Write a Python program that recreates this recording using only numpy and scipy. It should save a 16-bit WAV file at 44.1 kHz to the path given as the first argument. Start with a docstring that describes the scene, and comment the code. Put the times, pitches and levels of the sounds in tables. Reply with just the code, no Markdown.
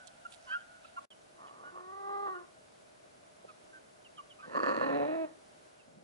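"""A cat on a garden path gives a long rising and falling meow, then a loud, close growl that clears to a hum.
Its vocal folds are the source and its throat the filter: regular cycles make a tone, uneven ones a rasp.
A guineafowl peeps and a small bird chips in gliding tones, each once with a breathy burst of noise.
Dry leaves rustle and soft steps fall; a faint echo and an outdoor hush lie behind.
A microphone pair hears it all very wide, and the sound drops out for a moment before the meow."""
import sys
import numpy as np
from scipy import signal
from scipy.fft import rfft, irfft, next_fast_len
from scipy.io import wavfile
from scipy.ndimage import uniform_filter1d, map_coordinates

SR = 44100
rng = np.random.default_rng(int(sys.argv[2]) if len(sys.argv) > 2 else 0)


def put_to_file(sound):
    """Save the sound as 16-bit audio at rate SR, in the file named by the first command-line argument."""
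    columns = np.atleast_2d(sound).T  # one column per channel
    safe = np.clip(columns, -1, 1)
    whole_steps = np.round(safe * 32767)
    wavfile.write(sys.argv[1], SR, whole_steps.astype(np.int16))


N = 265967

# overall gain, with the drop-out and a slight final fade: (time [s], level [dB])
OVERALL_GAIN = [(1.052, -1.5), (1.058, -23), (1.102, -47), (1.104, -4), (5.65, -3), (6.03, -7.5)]


def meow():
    """Source and filter: uneven fold pulses creak, then periodic vibration gives an arching tone."""
    # melody of the meow: (time [s], pitch [Hz])
    melody = [(1.72, 337), (1.736, 355), (1.768, 363.4), (1.808, 359.2), (1.966, 395.0), (2.088, 400),
              (2.26, 402.2), (2.286, 380), (2.33, 375.4), (2.358, 357), (2.45, 348)]
    # spectral envelope of the tone: (frequency [Hz], level [dB])
    tone_spectrum = [(340, 0.5), (400, -4), (720, -9.5), (800, -3), (1040, -5.5), (1110, 2), (1210, 0),
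                     (1480, -12.5), (1610, -18.5), (1820, -13.5), (2020, -19.5), (2400, -46), (4000, -33.5),
                     (6000, -58)]
    # throat resonances of the creak: (frequency [Hz], bandwidth [Hz], level [dB])
    creak_formants = [(220, 150, -12), (423, 310, -8), (700, 650, -4), (1140, 160, 7), (1430, 130, -19),
                      (1800, 140, -12), (2800, 540, -28)]
    # moments when the voice catches: (time [s], width [s], level [dB])
    catch_events = [(1.445, 0.021, -57.5), (1.665, 0.023, -54.5), (1.78, .02, -51), (2.105, .017, -51),
                    (2.279, 0.012, -43.5)]
    pitch, = curves(melody)
    gate = during(melody)
    effort = amp(-39) * envelope(2.14, 2.293, attack_s=0.47, release_s=0.16)
    tone = effort * voiced(pitch, gate, tone_spectrum, jitter=0.01, shimmer_db=0.9)
    pulses = rasp(pitch / 2, scatter=0.22, size_db=1.5, hiss=0.64, snap=0.01)
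    creak = signal.fftconvolve(pulses, throat_response(creak_formants))[:N]
    onset = amp(-56.5) * envelope(1.396, 1.66, attack_s=0.05, release_s=0.2)
    under_tone = amp(-16.5) * effort * gate
    catches = sum(amp(db) * swell(s, width) for s, width, db in catch_events)
    return tone + creak * (onset + under_tone + catches)


def growl(shapes=7):
    """Aperiodic fold pulses excite moving formants; the pulses quicken as the mouth closes."""
    # hard snaps of the vocal folds: (time [s], level [dB], sharpness [ratio])
    snaps = [(4.5514, -24, -0.3), (4.568, -32, 0.54), (4.6331, -17.5, -0.5), (4.641, -29.5, .7),
             (4.664, -28, 0.66), (4.682, -25.5, 0.03), (4.7663, -28, 0.76), (4.813, -19, -0.2)]
    open_hz, shut_hz = 198.44, 300.25
    opening, = curves([(4.44, 0), (4.59, 1), (5.04, 0)])  # 0 shut, 1 wide open
    rate = shut_hz + opening * (open_hz - shut_hz)
    slaps = rasp(rate, scatter=0.2, size_db=3, hiss=0.65) * amp(0.9 * wobble(70))
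    effort = amp(-41 + 6.5 * opening) * envelope(4.564, 5.035, attack_s=0.078, release_s=0.054)
    mutter = amp(-56) * envelope(4.46, 5.28, attack_s=0.018, release_s=0.073)
    catch = amp(-47) * swell(5.12, width_s=0.029)  # roughens the hum once more
    surges = sum(amp(db - 19) * envelope(s, s, attack_s=0.0083, release_s=0.088) for s, db, _ in snaps)
    s, db, sharpness = np.transpose(snaps)
    at = np.round(s * SR).astype(int)
    size = amp(db) / np.abs(mouth(0.68)).max()
    cracks = np.bincount(at, size, N) + closure_edge(np.bincount(at, size * sharpness, N))
    pulses = (effort + mutter + catch + surges) * slaps + cracks
    out = 0
    for shape in np.linspace(0, 1, shapes):
        crossfade = np.maximum(0, 1 - (shapes - 1) * np.abs(opening - shape))
        out = out + signal.oaconvolve(pulses * crossfade, mouth(shape))[:N]
    return out


def hum():
    """Period doubling ends the growl: strong and weak cycles alternate, then settle into a clean tone."""
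    # melody of the hum: (time [s], pitch [Hz])
    melody = [(4.87, 274.3), (4.97, 288.6), (5.05, 285.4), (5.07, 309), (5.178, 324), (5.22, 319.8),
              (5.265, 299.5)]
    # spectral envelope of the hum: (frequency [Hz], level [dB])
    spectrum = [(145, -12), (300, 0.5), (640, 0), (740, 0), (950, -17.5), (1280, -22.5), (1600, -24),
                (1900, -24), (2200, -26), (2550, -23.5), (3000, -39), (4000, -39), (5500, -53)]
    pitch, = curves(melody)
    gate = envelope(4.9, 5.25, attack_s=0.2, release_s=0.017)
    doubling = envelope(4.965, 5.03, attack_s=0.17, release_s=0.075)
    tone = voiced(pitch, gate, spectrum, jitter=0.021, shimmer_db=0.9, doubling=doubling)
    return amp(-35.5 + 2 * doubling) * tone


def voiced(pitch, gate, spectrum, jitter, shimmer_db, doubling=0, harmonics=15):
    """Periodic folds give a harmonic series shaped by the throat; period doubling adds lines halfway."""
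    phase = 2 * np.pi * np.cumsum(pitch * (1 + jitter * wobble(140))) / SR
    live = np.flatnonzero(gate > 1e-4)
    half_gain = np.broadcast_to(doubling, N)[live]
    out, power = np.zeros(N), np.full(N, 1e-12)
    for k in np.arange(1, 2 * harmonics) / 2:
        gain = amp(along(spectrum, k * pitch[live])) * (half_gain if k % 1 else 1)
        out[live] += gain * np.sin(k * phase[live] + rng.uniform(0, 2 * np.pi))
        power[live] += gain ** 2 / 2
    return gate * out / np.sqrt(power) * amp(shimmer_db * wobble(90))


def rasp(rate, scatter, size_db, hiss, snap=0.061):
    """Irregular fold closures form a pulse train, each with a puff of turbulence; a few close sharply."""
    at = np.flatnonzero(np.diff(np.floor(np.cumsum(rate) / SR)))
    late, strength, sharp = rng.standard_normal((len(at), 3)).T
    at = np.clip(at + scatter * late * SR / rate[at], 0, N - 1).astype(int)
    size = amp(size_db * np.clip(strength, -2, 1))
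    pulses = np.bincount(at, size, N)
    edges = closure_edge(np.bincount(at, size * snap * np.clip(sharp ** 3, -1.5, 4), N))
    puffs = uniform_filter1d(pulses, size=90) * rng.standard_normal(N)
    return ((pulses + edges) / np.std(pulses) + hiss * unit(puffs)) / np.hypot(1, hiss)


def closure_edge(x, lag=4):
    """An abrupt closure adds treble: a second difference, with its first peak near 5.5 kHz."""
    return 2 * x - np.roll(x, lag) - np.roll(x, -lag)


def mouth(opening):
    """Formants follow the shape of the vocal tract: a wider mouth has a brighter impulse response."""
    # throat resonances:
    # (frequency shut [Hz], frequency open [Hz], bandwidth [Hz], level shut [dB], level open [dB])
    formants = [(150, 243, 135, -8, -12.5), (288, 320, 98, -4.5, -1.5), (551, 530, 168, 2, 1.5),
                (830, 990, 72, -3, -17), (1057, 1122, 170, -7, 4), (1340, 1390, 195, -12, -7.5),
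                (1810, 1754, 204, -6.5, -4.5), (2650, 2650, 450, -19.5, -21.5),
                (3900, 4560, 465, -25.5, -20.5), (6000, 6940, 890, -46, -39.5),
                (8000, 8200, 3300, -57, -46)]
    blend = [(shut_hz + opening * (open_hz - shut_hz), width, shut_db + opening * (open_db - shut_db))
             for shut_hz, open_hz, width, shut_db, open_db in formants]
    return throat_response(blend, low_hz=90)


def throat_response(formants, low_hz=170, size=4096):
    """Resonances ring after a pulse: their minimum-phase impulse response, with unit energy."""
    hz = np.fft.rfftfreq(size, 1 / SR)
    gain = sum(amp(db) / (1 + (2 * (hz - centre) / width) ** 2) ** 1.074
               for centre, width, db in formants)
    gain = gain * hz ** 2 / (hz ** 2 + low_hz ** 2)
    cepstrum = irfft(np.log(gain + 1e-6))
    cepstrum[1:size // 2] *= 2  # folding the cepstrum makes the response causal
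    cepstrum[size // 2 + 1:] = 0
    response = irfft(np.exp(rfft(cepstrum)))
    return response / np.linalg.norm(response)


def guineafowl():
    """The two sides of the syrinx sound short peeps, which beat by interference where they overlap."""
    # peeps: (time [s], length [s], level [dB], pitch [Hz], glide [share of pitch], second harmonic [dB])
    notes = [(.02, .082, -57, 1500, -0.045, -30), (.261, 0.023, -42, 1396, -0.041, -19.5),
             (0.486, 0.047, -55, 1024, -0.12, -15.5), (.497, .061, -49.5, 1505, 0.035, -6),
             (.53, 0.061, -36, 1572, 0.065, -14), (.532, .048, -47, 1310, .14, -6),
             (0.555, 0.052, -35.5, 1425, -0.025, -21.5), (.604, .07, -59, 1540, -.07, -7),
             (.738, 0.13, -59, 1457, .01, -26), (.853, 0.016, -51, 1315, .02, -5),
             (.978, 0.029, -42.5, 1393, -0.026, -18.5), (.985, .028, -41.5, 1101, 0.12, -25),
             (1.673, 0.087, -47.5, 1462, 0.049, -21), (2.368, .08, -45.5, 1439, 0.046, -23),
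             (3.499, .042, -51.5, 1266, -0.1, -10), (3.759, 0.068, -50.5, 1552, -0.034, -26),
             (4.197, .039, -44.5, 1163, -0.16, -21), (4.405, .04, -52, 1237, 0.038, -9),
             (4.444, .052, -48, 1540, 0.043, -25), (4.445, 0.037, -50, 1140, -.06, -25)]
    out = 0
    for s, length, db, hz, glide, second_db in notes:
        # weak notes and those rich in overtones are hoarser
        rough = 0.14 * 2 ** ((-42 - db) / 16) + 0.2 * amp(second_db)
        overtones_db = (second_db, second_db - 17)
        out += amp(db) * whistle(s, length, hz, glide, bend=-0.01, rough=rough, overtones_db=overtones_db)
    return out


def small_bird():
    """A quick downward frequency sweep of the syrinx is heard as a chip."""
    # chips: (time [s], level [dB], pitch [Hz])
    chips = [(1.12, -52.5, 3060), (1.484, -60.5, 2950), (4.062, -54, 2810), (4.186, -52, 2950),
             (4.316, -52.5, 3020), (5.806, -59.5, 2700)]
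    return sum(amp(db) * whistle(s, length_s=0.038, hz=hz, glide=-0.188, bend=0.062, rough=0.22)
               for s, db, hz in chips)


def whistle(centre_s, length_s, hz, glide, bend, rough, overtones_db=()):
    """A bird's note on a curved glide; random phase and amplitude modulation make it hoarse."""
    count = int(length_s * SR)
    u = np.linspace(-1, 1, count)
    pitch = hz * (1 + glide * u / 2 + bend * u ** 2)
    phase = 2 * np.pi * np.cumsum(pitch) / SR + rough * wobble(520, count)
    tone = np.sin(phase) + sum(amp(db) * np.sin(k * phase) for k, db in enumerate(overtones_db, 2))
    arch = np.abs(np.cos(np.pi * u / 2)) ** 0.8
    margin = SR // 2
    start = margin + round((centre_s - length_s / 2) * SR)
    out = np.zeros(N + 2 * margin)
    out[start:start + count] = arch * tone * (1 + rough * wobble(695, count))
    return out[margin:margin + N]


def noise_bursts():
    """Band-limited noise in short swells: rustling leaves, the breathy part of two bird calls, and steps."""
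    # treble bursts: (time [s], width [s], level [dB], centre frequency [Hz])
    # at 0.48 s the breathy high hiss of the guineafowl's loudest call,
    # at 1.484 s the hoarse edge of the small bird's chip; the rest are twigs and dry leaves
    bursts = [(0.0726, 0.00045, -46, 5900), (.0765, 0.00067, -49, 6600), (.079, 0.0059, -57.5, 3850),
              (.335, .012, -58, 3240), (.334, 0.024, -62.5, 8350), (.48, .06, -69, 5060),
              (.872, .024, -66.5, 3370), (1.484, .011, -63.5, 2900), (3.5, .02, -69.5, 3700),
              (4.46, 0.049, -70, 4000)]
    # soft steps on earth: (time [s], width [s], level [dB], relative bass level [dB])
    steps = [(3.451, .005, -51, -12), (4.479, .006, -57, 4), (5.885, 0.016, -59.5, 2), (6.0, .055, -59, 6)]
    noise = rng.standard_normal(N) * amp(3.8 * wobble(600))
    def band(centre_hz):
        return unit(filtered(noise, lambda hz: np.exp(-(np.log((hz + 1) / centre_hz) / 0.39) ** 2)))
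    treble = sum(amp(db) * swell(s, width) * band(hz) for s, width, db, hz in bursts)
    pad, thud = band(centre_hz=540), band(centre_hz=179)
    earth = sum(amp(db) * swell(s, width) * (pad + amp(bass_db) * thud) for s, width, db, bass_db in steps)
    return treble + earth


def garden_echo(x):
    """Diffuse reflections from hedge and sheds decay exponentially, fastest in the treble."""
    # reverberation time: (frequency [Hz], time to fall 60 dB [s])
    decay_times = [(200, 0.36), (1500, 0.48), (8000, 0.093)]
    hz, t, noise = signal.stft(rng.standard_normal((2, SR // 2)), SR, nperseg=256)
    decay = amp(-60 * t / along(decay_times, hz)[:, None])
    _, tail = signal.istft(noise * decay, SR, nperseg=256)
    delayed = np.pad(x, (400, 0))[None]
    return signal.fftconvolve(delayed, tail / np.linalg.norm(tail[0]), axes=1)[:, :N]


def air():
    """Broadband outdoor noise whose spectral peak is a soft hollow note; it changes colour at the drop-out."""
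    # hush before the drop-out: (frequency [Hz], relative spectral density [dB])
    early_spectrum = [(15, -42), (25, -12), (267, -5), (433, -10.5), (651, 1), (1140, -15), (1430, -4),
                      (1760, -14), (2780, -14), (3320, -15), (5390, -18), (8970, -19), (11000, -20.5),
                      (14300, -64), (22000, -120)]
    # hush after the drop-out: (frequency [Hz], relative spectral density [dB])
    late_spectrum = [(15, -43), (25, -19.5), (124, -8.5), (456, -7), (545, -8), (619, -1), (685, -7),
                     (884, -13), (1360, -14.5), (1470, -12), (1800, -18.5), (2050, -17), (2510, -18.5),
                     (5820, -21.5), (11000, -23.5), (14300, -109), (22000, -120)]
    # stereo width of the hush: (frequency [Hz], side minus mid [dB])
    side_levels = [(60, -15), (110, -6), (190, -2.5), (340, 1.5), (600, 5), (1070, 5), (1900, 3),
                   (3380, -0.5), (6020, -2.5), (10700, -3.5)]
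    def hush(spectrum):
        mid, side = filtered(rng.standard_normal((2, N)), lambda hz: amp(along(spectrum, hz)))
        side = filtered(side, lambda hz: amp(along(side_levels, hz)))
        return np.array([mid + side, mid - side]) / np.std(mid)
    before_dropout = np.arange(N) / SR < OVERALL_GAIN[1][0]
    noise = np.where(before_dropout, amp(-61) * hush(early_spectrum), amp(-60) * hush(late_spectrum))
    return noise * amp(0.32 * wobble(3.8))


def placed(x, lean):
    """Phase and level differences between two microphones widen a source and put its treble on the right."""
    # phase difference: (frequency [Hz], lead of the left channel [rad])
    phase_lead = [(60, .2), (200, 1.28), (450, 1.97), (1050, 2.16), (2700, 1.72), (4500, 1.34), (6500, .5),
                  (11000, .1)]
    # level difference at lean 1: (frequency [Hz], left minus right [dB])
    balance = [(300, -.5), (1050, -1), (1900, -3.5), (3000, -6.5), (4400, -9), (7000, -29), (11000, -15)]
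    def pair_response(hz):
        left = amp(lean * along(balance, hz) / 2) * np.exp(0.5j * along(phase_lead, hz))
        right = 1 / left
        return np.array([left, right]) / np.abs((left + right) / 2)
    return filtered(x, pair_response)


def amp(db):
    """Decibels to amplitude ratio."""
    return 10 ** (np.asarray(db) / 20)


def unit(x):
    """Scale to rms 1."""
    return x / np.sqrt(np.mean(x ** 2) + 1e-20)


def along(points, hz):
    """Interpolate (frequency [Hz], value) points on a logarithmic frequency axis."""
    frequencies, values = np.transpose(points)
    return np.interp(np.log(hz + 1), np.log(frequencies + 1), values)


def curves(rows):
    """One value per sample for each column after the time."""
    times, *columns = np.transpose(rows)
    return [np.interp(np.arange(N) / SR, times, column) for column in columns]


def during(rows):
    """A soft gate over the time span of a table."""
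    t = np.arange(N) / SR
    return uniform_filter1d(1. * ((t > rows[0][0]) & (t < rows[-1][0])), size=500)


def envelope(from_s, to_s, attack_s, release_s):
    """Gain 1 between two times; the exponential attack and release each span 20 dB."""
    t = np.arange(N) / SR
    return amp(-20 * (np.maximum(from_s - t, 0) / attack_s + np.maximum(t - to_s, 0) / release_s))


def swell(centre_s, width_s):
    """A Gaussian gain around one moment."""
    return np.exp(-((np.arange(N) / SR - centre_s) / width_s) ** 2 / 2)


def wobble(rate, count=N):
    """Smooth random modulation with rate knots a second."""
    knots = rng.standard_normal(int(count * rate / SR) + 4)
    return map_coordinates(knots, [np.arange(count) * rate / SR])


def filtered(x, response):
    """Linear filtering: the spectrum of x times a complex frequency response."""
    size = next_fast_len(N + SR // 2)
    return irfft(rfft(x, size) * response(np.fft.rfftfreq(size, 1 / SR)), size)[..., :N]


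def scene():
    """Superposition of the direct sound of cat, birds, leaves and steps, the garden's echo and the hush."""
    far_cat = meow()
    near_cat = growl() + hum()
    birds = guineafowl() + small_bird()
    direct = placed(far_cat, lean=1.0) + placed(near_cat, lean=1.3)
    direct += placed(birds, lean=0.81) + placed(noise_bursts(), lean=0.83)
    echo = garden_echo(amp(-11) * far_cat + amp(-14) * near_cat + amp(-16) * birds)
    return direct + echo + air()


def record(dry):
    """A time-varying gain drops out once and sinks at the end; a low-pass filter limits the band."""
    cutoff_hz = 11150
    gain_db, = curves(OVERALL_GAIN)
    return filtered(dry * amp(gain_db), lambda hz: hz < cutoff_hz)


dry = scene()
out = record(dry)
put_to_file(out)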